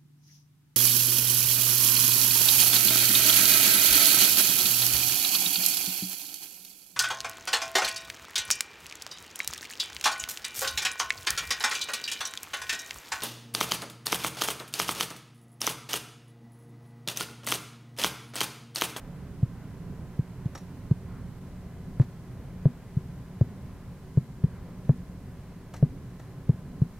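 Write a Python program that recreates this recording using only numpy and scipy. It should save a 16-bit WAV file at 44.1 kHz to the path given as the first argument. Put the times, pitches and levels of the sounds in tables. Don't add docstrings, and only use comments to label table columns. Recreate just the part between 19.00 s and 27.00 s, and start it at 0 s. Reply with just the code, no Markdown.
import sys
import numpy as np
from scipy import signal
from scipy.fft import rfft, irfft, next_fast_len
from scipy.io import wavfile
from scipy.ndimage import uniform_filter1d, map_coordinates

SR = 44100
rng = np.random.default_rng(int(sys.argv[2]) if len(sys.argv) > 2 else 0)


def ratio_of_db(decibels):
    return 10 ** (np.asarray(decibels, float) / 20)


def store_pcm(level_fs):
    pcm = np.round(np.clip(level_fs, -1, 1) * 32767).astype(np.int16)
    wavfile.write(sys.argv[1], SR, np.atleast_2d(pcm).T)


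N = 352662

# pitch_hz, level_db (rms)
WHINE = [(1000, -73.5), (2000, -80.5), (2087, -85), (2165, -86), (3000, -87.5), (4000, -86.5),
         (9000, -96.5)]
# freq_hz, level_db (per Hz)
HISS = [(1760, -30), (3000, -2.5), (3820, -3.5), (4150, -1.5), (4290, -2), (14200, -6.5), (15600, -10)]
# freq_hz, level_db (per Hz)
FAN_SPECTRUM = [(12, -47), (20, -4.5), (37, -5), (99, -2), (180, -2), (207, -9), (283, -11), (334, -22),
                (377, -16.5), (552, -21.5), (1030, -28), (1270, -30), (1580, -30.5), (3470, -44),
                (6000, -60.5), (7800, -67.5), (13200, -120)]
# pitch_hz, width_hz, level_db
FAN_TONES = [(121.9, 9, -54.5), (179.2, 7, -52.5), (374.3, 16.6, -63), (1044, 77, -71.5)]
# time_s, level_db
AIRFLOW = [(0.0, -42), (0.27, -43.5), (5.46, -43.5), (5.63, -40), (5.95, -43), (7.41, -44.5), (7.66, -40.5),
           (8.0, -43.5)]
# freq_hz, likeness (0 to 1)
FAN_LIKENESS = [(60, 1), (300, 0.95), (1400, 1), (4000, 0.96)]
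# freq_hz, t60_s
ROOM_DECAY = [(150, 0.086), (1000, 0.093), (6000, .21), (9000, 0.11), (14000, 0.056)]
# time_s, tablet_left_over_right_db, fans_left_over_right_db
BALANCE = [(0, -.1, -2), (2.39, -.1, -2), (2.41, 1, -.5), (8, 1, -.5)]
# time_s, half_length_s, level_db
LEVEL_DIP = (2.4, .007, -6)
# middle_s, length_s, level_db, pitch_hz
RUBS = [
    (0.64, 0.18, -63, 1340),
    (2.14, 0.17, -58, 1150),
    (4.367, 0.066, -64.5, 980),
    (5.563, 0.15, -63.5, 1340),
    (5.706, 0.19, -58, 462),
]
# start_s, blow_db, scratch_t60_s, ring_db, rebound_db
CLINKS = [
    (1.55, -29.5, .048, -11, -8),
    (3.0095, -34.5, .066, -40, -16),
    (6.7374, -31, .07, -24, -12),
    (7.196, -38.5, .035, -32, -16),
]
# pitch_hz, width_hz, level_db
METAL_BODY = [(626, 440, 11), (1250, 470, 3.5), (1870, 320, 6.5), (2950, 530, -5), (4020, 480, 1),
              (5700, 840, -2), (7050, 1800, -1), (12100, 640, 5)]
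# pitch_hz, level_db, t60_s
METAL_RINGS = [(4050, -8, .03), (5597, .1, .065), (6575, -12, .08), (12000, -13, .04)]
# start_s, push_db, contact_ms, slab_hz, long_glass_bend_db
TAPS = [(0.4277, -1.6, 5.31, 124, -3.6), (1.1896, -4.0, 5.26, 141, 1.6), (1.4554, -7.5, 5.23, 146, -.3),
        (1.9097, 1.7, 5.09, 143, .5), (2.9972, 11.9, 6.5, 136, -5.2), (3.6544, 13.6, 5.57, 146, 1.8),
        (3.9667, -2.9, 6.38, 147, -7.7), (4.41, 5.2, 4.82, 121, .3), (5.1717, 6.3, 5.63, 144, 2.6),
        (5.4373, 2.6, 6.5, 155, 2.7), (5.892, 13.3, 5.47, 147, 1.2), (6.8259, 12.9, 5.34, 150, 1.4),
        (7.4912, 6.0, 5.55, 147, 2.0), (7.816, 1.5, 5.35, 142, -1.5)]
EXTRA_TICK = {1.4554: 4, 1.9097: 5, 2.9972: 4, 4.41: 2.5, 5.892: 3, 6.8259: -3}
# pitch_hz, width_hz, level_db
KNOCK_MODES = [(890, 670, 10), (1150, 183, 14), (1660, 430, 4)]
# pitch_hz, width_hz, level_db
CLICK_MODES = [(1790, 250, 3), (3560, 1400, -8), (4970, 500, -6), (6600, 600, -8.5)]
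# pitch_hz, width_hz
GRIP = (124, 145)
# pitch_hz, width_hz
GLASS_BENDS = [((432, 141), (432, 142)), ((628, 142), (683, 354))]
# pitch_hz, width_hz, level_db
DESK_RING = (240, 20, -18.5)


def unit(x):
    return x / np.sqrt(np.mean(x ** 2) + 1e-20)


def along(points, hz):
    f, v = np.transpose(points)
    return np.interp(np.log(hz + 1), np.log(f + 1), v)


def curves(rows):
    s, *cols = np.transpose(rows)
    return [np.interp(np.arange(N) / SR, s, c) for c in cols]


def wobble(rate):
    knots = rng.standard_normal(int(N * rate / SR) + 4)
    return map_coordinates(knots, [np.arange(N) * rate / SR])


def filtered(x, response):
    n = x.shape[-1]
    m = next_fast_len(n + 4096)
    return irfft(rfft(x, m) * response(np.fft.rfftfreq(m, 1 / SR)), m)[..., :n]


def mode(f, hz, width):
    return 1j * f * width / (hz * hz - f * f + 1j * f * width)


def two_stage(f, first, second):
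    return mode(f, *first) * mode(f, *second)


def add(track, s, sound):
    part = track[round(s * SR):][:len(sound)]
    part += sound[:len(part)]


def panned(x, db):
    return x * ratio_of_db(np.array([db, -db]) / 2)


def hiss(db):
    colour = [(200, -10.5), (1500, -1.5)] + HISS[1:]
    noise = unit(filtered(rng.standard_normal((2, N)), lambda f: ratio_of_db(along(colour, f))))
    return ratio_of_db(db + .4 * wobble(5)) * noise * ratio_of_db([[-.2], [.2]])


def electronics():
    t = np.arange(N) / SR
    whine = np.zeros(N)
    for hz, db in WHINE:
        whine += np.sqrt(2) * ratio_of_db(db + 1.5 * wobble(12)) * np.sin(2 * np.pi * hz * t)
    return hiss(db=-69.5) + whine


def fans():
    def mid_side(f):
        turn = np.arccos(np.clip(along(FAN_LIKENESS, f), -1, 1)) / 2
        return ratio_of_db(along(FAN_SPECTRUM, f)) * [np.cos(turn), np.sin(turn)]

    mid, side = filtered(rng.standard_normal((2, N)), mid_side)
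    air = unit(np.array([mid + side, mid - side]))
    rumble = filtered(air, lambda f: 1 / (1 + (f / 500) ** 4))
    swell_db = curves(AIRFLOW)[0] + 1.17 + 1.83 * wobble(6)
    rush_db = -43 + 0.68 * wobble(2.84)
    tones = np.zeros(N)
    for hz, width, db in FAN_TONES:
        tones += ratio_of_db(db) * unit(filtered(rng.standard_normal(N), lambda f: mode(f, hz, width) ** 2))
    return ratio_of_db(swell_db) * rumble + ratio_of_db(rush_db) * (air - rumble) + tones


def room(x):
    hz, t, z = signal.stft(rng.standard_normal((2, SR // 2)), SR, nperseg=256)
    decay = ratio_of_db(-60 * t / along(ROOM_DECAY, hz)[:, None])
    tail = signal.istft(z * decay, SR, nperseg=256)[1]
    tail = 1.2 * tail[:1] + 0.28 * tail
    late = np.pad(x, (300, 0))[None]
    return signal.fftconvolve(late, tail / np.linalg.norm(tail[0]), axes=1)[:, :N]


def rubs():
    t = np.arange(N) / SR
    out = np.zeros(N)
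    for s, length, db, hz in RUBS:
        noise = unit(filtered(rng.standard_normal(N), lambda f: mode(f, hz, .7 * hz) ** 2))
        out += ratio_of_db(db) * np.exp(-(2 * (t - s) / length) ** 2) * noise
    return out


def metal_ring(t):
    ring = np.zeros(len(t))
    for hz, db, t60 in METAL_RINGS:
        wander = .5 * wobble(150)[:len(t)]
        ring += ratio_of_db(db - 60 * t / t60) * np.sin(2 * np.pi * hz * t + wander)
    beat = 1 - 0.38 * np.cos(2 * np.pi * 42 * t)
    return ring * beat * (1 - np.exp(-t / 0.0025))


def metal_body(f):
    peaks = sum(ratio_of_db(db) * np.abs(mode(f, hz, w)) ** 2 for hz, w, db in METAL_BODY)
    return (1 + peaks) / (1 + (f / 14200) ** 12)


def clinks():
    out, t = np.zeros(N), np.arange(SR // 4) / SR
    ring = metal_ring(t)
    rise = 1 - np.exp(-t / .001)
    for s, db, t60, ring_db, rebound_db in CLINKS:
        add(out, s, 2 * ratio_of_db(db + ring_db - 5.0) * ring)
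        # delay_s, level_db, t60_s, tilt_db per octave
        contacts = [(0, -4, .045, -3),
                    (.0033, 0, t60, -7.5),
                    (.0255, rebound_db, t60, -1.5)]
        for delay, part_db, fade, tilt_db in contacts:
            def colour(f):
                return ratio_of_db(tilt_db * np.log2(f / 2000 + 0.094)) * metal_body(f) * f / (f + 250)

            scratch = unit(filtered(rng.standard_normal(len(t)), colour))
            add(out, s + delay, ratio_of_db(db - 6.0 + part_db) * scratch * ratio_of_db(-60 * t / fade) * rise)
    return out


def snap(push_db, slab_hz):
    return .1 + .23 * max(push_db - 6.5, 0) + .065 * max(140 - slab_hz, 0)


def glass_modes(f, table):
    return sum((-1) ** k * ratio_of_db(db) * mode(f, hz, w) for k, (hz, w, db) in enumerate(table))


def ticks():
    out, t = np.zeros(N), np.arange(SR // 20) / SR
    knock = filtered(t / .0002 * np.exp(-t / 0.00016), lambda f: glass_modes(f, KNOCK_MODES))
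    knock /= np.abs(knock).max()
    for s, push_db, _, slab_hz, _ in TAPS:
        click_db = -52.5 + 0.39 * push_db + 2.5 * snap(push_db, slab_hz)
        knock_db = -44 + 1.13 * push_db
        spray = ratio_of_db(-60 * t / .005) * rng.standard_normal(len(t))
        click = filtered(spray, lambda f: glass_modes(f, CLICK_MODES))
        click /= np.abs(click).max()
        both = ratio_of_db(click_db) * click + ratio_of_db(knock_db) * knock
        add(out, s + .0006, ratio_of_db(EXTRA_TICK.get(s, 0)) * both)
    return out


def thuds():
    out, ms = np.zeros(N), np.arange(SR // 8) * 1000 / SR
    long_bend, short_bend = GLASS_BENDS
    for s, push_db, contact_ms, slab_hz, bend_db in TAPS:
        phase = np.pi * np.clip(ms / contact_ms, 0, 1) ** .85
        push = ratio_of_db(push_db) * np.abs(np.sin(phase)) ** 2.5

        def tablet(f):
            slab = two_stage(f, (slab_hz, 63), GRIP)
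            glass = ratio_of_db(bend_db) * two_stage(f, *long_bend)
            glass = glass - snap(push_db, slab_hz) * two_stage(f, *short_bend)
            back = ratio_of_db(DESK_RING[2]) * two_stage(f, DESK_RING[:2], DESK_RING[:2])
            return slab + glass + back

        add(out, s, filtered(push, tablet))
    return out


def scene():
    tablet_db, fan_db = curves(BALANCE)
    thud, bright = thuds(), ticks() + clinks()
    near = panned(thud * ratio_of_db(-tablet_db / 2) + bright + rubs(), tablet_db)
    echo = ratio_of_db(-33) * room(thud) + ratio_of_db(-9.0) * room(bright)
    air = near + echo + panned(fans(), fan_db)
    air[0] = np.roll(air[0], 1)
    return air + hiss(db=-65.5)


def roll_off(x):
    return signal.sosfilt(signal.butter(12, 15720, fs=SR, output="sos"), x)


def record(dry):
    s, half, db = LEVEL_DIP
    x = dry * ratio_of_db(db * np.exp(-((np.arange(N) / SR - s) / half) ** 2))
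    ceiling = .342
    crossings = np.r_[0, np.flatnonzero(np.diff(np.sign(x.sum(0)))) + 1]
    need = np.minimum(1, ceiling / (np.abs(x).max(0) + 1e-9))
    gain = np.repeat(np.minimum.reduceat(need, crossings), np.diff(np.r_[crossings, N]))
    gain = uniform_filter1d(uniform_filter1d(gain, size=56), size=56)
    mix = filtered(x * gain + electronics(), lambda f: f < 15980)
    return roll_off(mix)


dry = scene()
out = record(dry)
store_pcm(out)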